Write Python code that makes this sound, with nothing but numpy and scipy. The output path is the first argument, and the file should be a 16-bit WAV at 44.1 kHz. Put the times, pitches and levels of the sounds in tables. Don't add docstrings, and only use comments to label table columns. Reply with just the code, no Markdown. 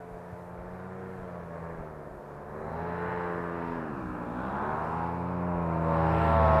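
import sys
import numpy as np
from scipy import signal
from scipy.fft import rfft, irfft, next_fast_len
from scipy.io import wavfile
from scipy.ndimage import uniform_filter1d, map_coordinates

SR = 44100
rng = np.random.default_rng(int(sys.argv[2]) if len(sys.argv) > 2 else 0)


def wav_record(signal):
    frames = np.transpose(np.atleast_2d(signal))
    bounded = np.clip(frames, -1, 1)
    quanta = np.round(bounded * 32767).astype(np.int16)
    wavfile.write(sys.argv[1], SR, quanta)


N = 291055
TIME = np.arange(N) / SR


def undb(db):
    return 10 ** (np.asarray(db) / 20)


def curves(table):
    times, *columns = np.transpose(table)
    return [np.interp(TIME, times, column) for column in columns]


def colour_db(table, hz):
    points_hz, db = np.transpose(table)
    return np.interp(np.log(hz), np.log(points_hz), db, left=-120, right=-120)


def wander(rate):
    knots = rng.standard_normal(int(N / SR * 60) + 2)
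    span = int(SR / rate)
    return 1.86 * uniform_filter1d(np.interp(np.arange(N) / span, np.arange(len(knots)), knots), span)


def flickering_noise(colour, flicker_db, rate, bright=0):
    size = next_fast_len(N)
    hz = np.maximum(np.arange(size // 2 + 1) * SR / size, 1)
    spectrum = rfft(rng.standard_normal(size)) * undb(colour_db(colour, hz))
    spectrum /= np.sqrt(2 * np.sum(abs(spectrum) ** 2)) / size
    out = 0
    for band in range(7, 29):
        window = np.cos(np.pi / 2 * np.clip(2 * np.log2(hz) - band, -1, 1)) ** 2
        tilt_db = bright * np.clip(band / 2 - 9, 0, 1.75)
        out += irfft(spectrum * window, size)[:N] * undb(flicker_db * wander(rate) + tilt_db)
    return out


def overtones(phase, hz, orders, colour, bright, swell_db, blur, scatter, accent_db=lambda k: 0):
    out, power = 0, 0
    for k in orders:
        tilt_db = bright * np.maximum(np.log2(k * hz / 500), 0)
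        gain = undb(colour_db(colour, k * hz) + tilt_db)
        power += gain ** 2 / 2
        drift = blur * np.sqrt(k) * wander(30) + scatter * (rng.standard_normal() + wander(0.96))
        out += gain * undb(swell_db * wander(7) + accent_db(k)) * np.cos(k * phase + drift)
    return out / np.sqrt(power)


# time in seconds, blade passes per second.
THROTTLE = [(0.0, 87.9), (0.09, 87.5), (0.58, 88.3), (0.9, 93.0), (1.04, 94.0), (1.17, 92.7), (1.5, 83.6),
            (1.74, 82.8), (2.0, 73.6), (2.16, 72.6), (2.46, 72.7), (2.9, 86.2), (3.17, 87.7), (3.74, 84.3),
            (3.81, 81.5), (4.05, 62.5), (4.29, 58.3), (4.36, 59.5), (4.53, 69.0), (4.65, 74.2),
            (4.84, 79.8), (5.09, 85.3), (5.33, 88.2), (5.48, 88.6), (5.75, 81.5), (6.32, 80.4),
            (6.49, 77.5), (6.58, 77.5)]
# time in seconds; base levels in dB of second blade tone, third blade tone,
# drone, mids, treble, tip sizzle and air rush; the exhaust's share of the mids from 0 to 1.
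FADERS = [(0.08, -51.5, -61, -51.5, -55, -65, -78, -52.5, 0.46),
          (0.13, -49.5, -66, -50.5, -49.5, -66, -77, -49.5, 0.52),
          (0.48, -49, -72, -53, -49.5, -70, -76, -50, 0.2),
          (0.8, -45, -79, -51.5, -43, -58.5, -70.5, -49, 0.4),
          (1.12, -46.5, -64, -44.5, -47.5, -64.5, -80, -49, 0.1),
          (1.36, -43.5, -66, -50.5, -43, -65, -78, -47, 0.4),
          (1.48, -47, -61, -55, -46.5, -65, -77, -49.5, 0.6),
          (1.55, -44, -59, -51, -42.5, -65, -75, -45.5, 0.4),
          (1.67, -43, -57, -53.5, -43.5, -56, -72, -47.5, 0.16),
          (1.87, -48.5, -57, -48, -44, -62, -78, -49.5, 0.8),
          (2.07, -53.5, -58, -52.5, -48.5, -74, -88, -47, 0.76),
          (2.46, -52, -63, -52.5, -48.5, -67.5, -83, -48, 0.62),
          (2.6, -49.5, -58.5, -44, -42.5, -61, -81, -43.5, 0.37),
          (2.75, -43, -48.5, -49, -35.5, -57, -66, -42, 0.5),
          (2.91, -40.5, -54, -40.5, -35, -44.5, -64, -42.5, 0.34),
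          (3.07, -41, -56, -37, -36, -41, -64, -41, 0),
          (3.22, -41.5, -54, -39.5, -32.5, -40.5, -60.5, -45, 0.05),
          (3.4, -40.5, -50, -41, -34.5, -43, -65.5, -43.5, 0.32),
          (3.72, -43, -38.5, -40.5, -37, -48, -60, -44.5, 0.24),
          (3.98, -48.5, -46, -41, -44, -57.5, -66.5, -42, 0.1),
          (4.28, -49.5, -45, -42, -36, -50, -69, -42, 0.3),
          (4.48, -47.5, -41.5, -44, -32.5, -44.5, -62.5, -43.5, 0.18),
          (4.68, -45, -43, -43, -30.5, -50, -69, -37, 0.38),
          (4.83, -43, -49.5, -42.5, -30, -39.5, -62, -42, 0.3),
          (5.02, -38.5, -45, -46, -31.5, -43.5, -62, -43, 0.38),
          (5.19, -37.5, -44, -45, -38.5, -52.5, -65, -45, 0.31),
          (5.46, -33, -42.5, -43, -33.5, -49, -68.5, -45, 0.46),
          (5.8, -31.5, -45.5, -41, -33.5, -51, -64.5, -39.5, 0.58),
          (5.93, -31.5, -39.5, -41, -28, -43, -55.5, -38, 0.54),
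          (6.05, -29.5, -56, -35.5, -29.5, -39.5, -54.5, -40, 0.2),
          (6.22, -30.5, -64, -33.5, -31, -39, -50, -36.5, 0.83),
          (6.25, -31.5, -42, -37, -27.5, -35, -49.5, -38, 0.61),
          (6.38, -32.5, -39.5, -43.5, -25, -37, -53, -37, 0.71),
          (6.56, -30.5, -40.5, -49, -24, -35.5, -50, -34, 0.76)]
# time in seconds, then boosts in dB for blade overtones 6-8, 13-16, 10 and
ACCENTS = [(0, 11.5, -5, 5, 10.5, 0, 7), (.5, 2, 7, 5, 1, 2, 1.5), (1, -2, 1.5, 2, 5, 1, 10),
           (1.4, 3.5, 7, 0, 1, 1, 3.5), (1.8, 2, 0, 0, 5, 1, -4), (2.2, 9, -10, -2, -3, 0, -3),
           (2.55, 11, 7, 3, 2, 7, -0.5), (2.8, -6, -9, 5, 5.5, 0, -3), (3.1, -7, -7, 8, -2, 0, 6),
           (3.4, -4, 6, 6.5, 1.5, 1, -12), (3.7, 0, 2, -2, 7.5, -5, 0), (4, -6.5, -0.5, 7, -3, 11, 6),
           (4.3, -5, -0.5, 3, 3, 3.5, 4), (4.6, -7.5, -3, 5, 0, 6.5, 2), (4.9, -6.5, -3, 0, -1.5, -1, 1.5),
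           (5.2, 2.5, 0, 8.5, 3, 3, -2.5), (5.5, -1.5, -1, 0, 1.5, -2, -2.5), (5.9, 3.5, 3, -6, 0.5, 0, -5),
           (6.2, -3, -4.5, 9, 1.5, 8.5, -5.5), (6.6, 5.5, -3, 0, 2, 1.5, -8)]
# time in seconds, base phase blur in radians.
ROUGHNESS = [(0, .1), (2.7, .1), (3.8, .1), (4.15, .26), (4.45, .5), (4.75, .44), (5.0, .22), (5.35, .13),
             (6.6, .14)]
AIRSPEED_M_S, CLOSEST_AT_S, CLOSEST_M = 16, 6.42, 3.5
FIRINGS_PER_BLADE, LOAD_DB_PER_HZ_S = 1.4, 0.1718


def paramotor():
    second_db, third_db, drone_db, mid_db, treble_db, sizzle_db, rush_db, share = curves(FADERS)
    *slap_accents, bark_db, throb_db = curves(ACCENTS)
    rough = curves(ROUGHNESS)[0]
    blade_hz = uniform_filter1d(curves(THROTTLE)[0], int(.06 * SR), mode="nearest")
    blade_phase = 2 * np.pi * np.cumsum(blade_hz) / SR
    fire_phase, fire_hz = FIRINGS_PER_BLADE * blade_phase, FIRINGS_PER_BLADE * blade_hz
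    rev_rate = uniform_filter1d(np.gradient(blade_hz) * SR, SR // 5, origin=-SR // 20)
    load_db = LOAD_DB_PER_HZ_S * np.maximum(rev_rate, 0)
    metres = np.hypot(AIRSPEED_M_S * (TIME - CLOSEST_AT_S), CLOSEST_M)
    bright = 9 + 0.22 * (treble_db - mid_db + 13)
    slap_gain, snarl_gain = undb(mid_db) * (1 - share), undb(mid_db + 2) * share

    thump = blade_thump(blade_phase, second_db, third_db, load_db, metres)
    drone = undb(drone_db) * blade_drone(blade_phase, blade_hz, bright)
    slap = blade_slap(blade_phase, blade_hz, bright, rough, slap_gain, treble_db, slap_accents)
    throb = exhaust_throb(fire_phase, fire_hz, bright, load_db + throb_db, metres)
    snarl = snarl_gain * exhaust_snarl(fire_phase, fire_hz, bright, rough, bark_db)
    rush, sizzle = blade_air(blade_phase, fire_phase, bright, rush_db, sizzle_db)
    return thump + drone + throb + sizzle + ground_echo(slap + snarl + rush) + noise_swells(blade_phase)


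def blade_thump(phase, second_db, third_db, load_db, metres):
    side_on = (CLOSEST_M / metres) ** 2
    first_db = second_db - 8 + 13.5 * side_on + load_db
    levels_db = (first_db, second_db, third_db)
    return np.sqrt(2) * sum(undb(db) * np.cos(k * phase) for k, db in enumerate(levels_db, 1))


# frequency in Hz, gain in dB.
BLADE_EQ = [(150, 43), (260, 3.5), (350, 12), (440, 11), (560, 11.5), (680, 2), (800, 7), (920, 2.5),
            (1050, 1.5), (1250, -11.5), (1500, -16), (1900, -22), (2600, -39)]


def blade_drone(phase, hz, bright):
    fourth, fifth = (overtones(phase, hz, [k], BLADE_EQ, bright, swell_db=1.2, blur=.08, scatter=.3)
                     for k in (4, 5))
    balance = undb(curves(GROUND_BOUNCE)[2])
    return (balance * fourth + fifth) / np.hypot(balance, 1)


def blade_slap(phase, hz, bright, rough, mid_gain, treble_db, accents):
    low_db, high_db, tenth_db, every_third_db = accents

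    def comb_db(k):
        return every_third_db if k % 3 == 2 else -every_third_db / 2

    def buzz_db(k):
        return comb_db(k) + (low_db if k < 9 else high_db if k > 12 else {10: tenth_db, 12: 2}.get(k, 0))

    buzz = overtones(phase, hz, range(6, 17), BLADE_EQ, bright,
                     swell_db=1.4, blur=.75 * rough, scatter=1.5, accent_db=buzz_db)
    edge = overtones(phase, hz, range(17, 29), BLADE_EQ, bright=0,
                     swell_db=2, blur=1.3 * rough, scatter=1.5, accent_db=comb_db)
    return mid_gain * buzz + undb(treble_db - 7) * edge


# frequency in Hz, gain in dB.
PIPE_EQ = [(80, -11), (100, -12.5), (118, 12.5), (170, -1), (240, 1), (340, -34), (450, -9), (560, 11.5),
           (670, 13), (790, -9), (900, 5), (1100, -3.5), (1230, -11), (1350, -11), (1700, -46), (2600, -38)]


def exhaust_throb(phase, hz, bright, boost_db, metres):
    throb = overtones(phase, hz, range(1, 4), PIPE_EQ, bright, swell_db=2, blur=.1, scatter=.5)
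    return undb(boost_db - 21) / metres * throb


# time in seconds, gain in dB.
EXHAUST_MID_FADER = [(0, 5), (.7, -2), (2, -3), (2.9, 0), (3.8, -9), (4.3, 2), (4.8, -1.5), (5.3, 4),
                     (5.9, -1), (6.6, -1)]


def exhaust_snarl(phase, hz, bright, rough, bark_db):
    mid_boost_db = curves(EXHAUST_MID_FADER)[0]
    boosts_db = {5: mid_boost_db, 6: mid_boost_db,
                 7: bark_db, 12: bark_db, 4: 2 * bark_db, 16: 2 * bark_db}
    return overtones(phase, hz, range(4, 22), PIPE_EQ, bright,
                     swell_db=1.2, blur=.8 * rough, scatter=.8, accent_db=lambda k: boosts_db.get(k, 0))


# frequency in Hz, gain in dB.
RUSH_EQ = [(60, 2.5), (140, 11.5), (270, 6), (450, 14.5), (650, 12), (1000, 3), (1400, -7.5), (1750, -11),
           (2000, -21), (2400, -22.5), (3200, -45.5), (4500, -47.5)]
# frequency in Hz, gain in dB.
SIZZLE_EQ = [(1200, -33), (2000, 8), (2700, 8), (3200, -2.5), (3900, -4), (4500, -8), (5300, -9),
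             (6300, -24.5), (7700, -15), (9200, -22), (10400, -28), (12000, -20.5), (13500, -32),
             (15800, -52)]


def blade_air(blade_phase, fire_phase, bright, rush_db, sizzle_db):
    rush = undb(rush_db) * flickering_noise(RUSH_EQ, flicker_db=.7, rate=6, bright=bright)
    sizzle = undb(sizzle_db) * flickering_noise(SIZZLE_EQ, flicker_db=1, rate=8)
    puff = 1 + 0.14 * np.cos(blade_phase) + 0.22 * np.cos(fire_phase)
    puff *= undb(.4 * wander(6))
    return puff * rush, puff * sizzle


# time in seconds, first comb peak in Hz, echo strength from 0 to 1,
# the drone's fourth tone over its fifth in dB.
GROUND_BOUNCE = [(0, 2000, 0.03, -17), (.5, 1850, 0.3, 0), (1, 1880, 0.38, 2), (1.5, 1880, 0.31, -9),
                 (2, 1700, 0.3, -5.5), (2.5, 1690, 0.19, -15), (2.9, 1760, 0.32, -15),
                 (3.3, 1750, 0.48, -4), (3.7, 1770, 0.34, -0.5), (4, 1380, 0.5, 1.5), (4.4, 1360, 0.43, 0),
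                 (4.8, 1360, 0.28, -10), (5.1, 1200, 0.24, 3), (5.5, 1240, 0.12, 1.5),
                 (5.85, 1220, 0.15, 9), (6.1, 1220, 0, 3), (6.35, 1360, 0, 5.5), (6.6, 1450, 0.07, 4)]


def ground_echo(direct):
    peak_hz, strength, _ = curves(GROUND_BOUNCE)
    lag = uniform_filter1d(SR / peak_hz, SR // 10, mode="nearest")
    echo = map_coordinates(direct, [np.arange(N) - lag], mode="nearest")
    return (direct + strength * echo) / np.hypot(1, strength)


# frequency in Hz, gain in dB.
WIND_EQ = [(15, -24), (30, -17), (60, -19), (110, -24), (200, -28), (400, -42)]
# peak time in seconds, level in dB, half-length in seconds.
WIND_GUSTS = [(2.17, -56, 0.086), (3.237, -64, 0.38), (3.7, -65, 0.12), (4.012, -54, 0.09),
              (4.21, -62, 0.13), (6.024, -56, 0.16)]


def wind():
    gusts = sum(undb(db) * np.exp(-((TIME - peak_s) / half_s) ** 2) for peak_s, db, half_s in WIND_GUSTS)
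    breeze = undb(-60.5 + 4.5 * wander(14))
    return (breeze + gusts) * flickering_noise(WIND_EQ, flicker_db=2.2, rate=6)


# start in seconds, level in dB, pitch in Hz.
LOW_THUMPS = [(.105, -43, 45), (0.32, -34.5, 112), (0.575, -39.5, 61), (1.624, -45, 84), (1.88, -52, 70),
              (3.07, -41, 90)]


def low_thumps():
    out = np.zeros(N)
    for start_s, db, hz in LOW_THUMPS:
        cycles = np.arange(int(3 * SR / hz)) * hz / SR
        envelope = undb(db) * np.sin(np.pi * cycles / 3) ** 2
        start = int(start_s * SR)
        out[start:start + len(cycles)] += envelope * np.sin(2 * np.pi * cycles)
    return out


# peak time in seconds, half-length in seconds,
# centre in Hz, width in Hz, level in dB.
NOISE_SWELLS = [(2.98, 0.42, 4000, 260, -75), (3.163, 0.11, 940, 160, -46), (3.704, 0.15, 940, 140, -46),
                (4.417, 0.061, 1400, 200, -43.5), (4.52, 0.29, 3470, 800, -69.5),
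                (4.656, 0.21, 1420, 348, -44), (6.448, 0.26, 3540, 800, -58.5),
                (6.52, 0.29, 1750, 400, -46), (1.2, .25, 1100, 880, -57), (4.6, 0.17, 1160, 400, -47.5),
                (5.9, .1, 7740, 1600, -80), (5.95, .2, 3900, 500, -77), (6.242, .22, 12000, 1400, -78.5),
                (6.56, .08, 12200, 1200, -79)]


def noise_swells(blade_phase):
    out = 0
    for peak_s, half_s, hz, width_hz, db in NOISE_SWELLS:
        bandpass = signal.butter(2, [hz - width_hz / 2, hz + width_hz / 2], "bandpass", fs=SR, output="sos")
        band = signal.sosfilt(bandpass, rng.standard_normal(N))
        out += undb(db) * np.exp(-((TIME - peak_s) / half_s) ** 4) * band / band.std()
    return out * (1 + 0.35 * np.cos(blade_phase))


def scene():
    return (paramotor() + wind() + low_thumps())[None]


# frequency in Hz, gain in dB.
HISS_EQ = [(300, 7.5), (3000, 1.5), (5000, -1.5), (8000, -2.5), (11500, -3), (14000, -6.5), (15700, -19)]
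# time in seconds, gain in dB.
HISS_FADER = [(0, 0), (1, -1), (2, -.5), (3, 0), (3.7, -1), (4.3, 1), (4.9, 1.5), (5.3, -2), (5.8, -1),
              (6.6, 0)]


def record(dry):
    hiss_db = -71 + curves(HISS_FADER)[0] + .5 * wander(7)
    hiss = undb(hiss_db) * flickering_noise(HISS_EQ, flicker_db=.5, rate=9)
    fade = np.clip(np.minimum(TIME, TIME[::-1]) / .003 - .1, 0, 1)
    high_cut = signal.ellip(8, .2, 70, 15600, fs=SR, output="sos")
    return signal.sosfilt(high_cut, (dry + hiss) * fade)


dry = scene()
out = record(dry)
wav_record(out)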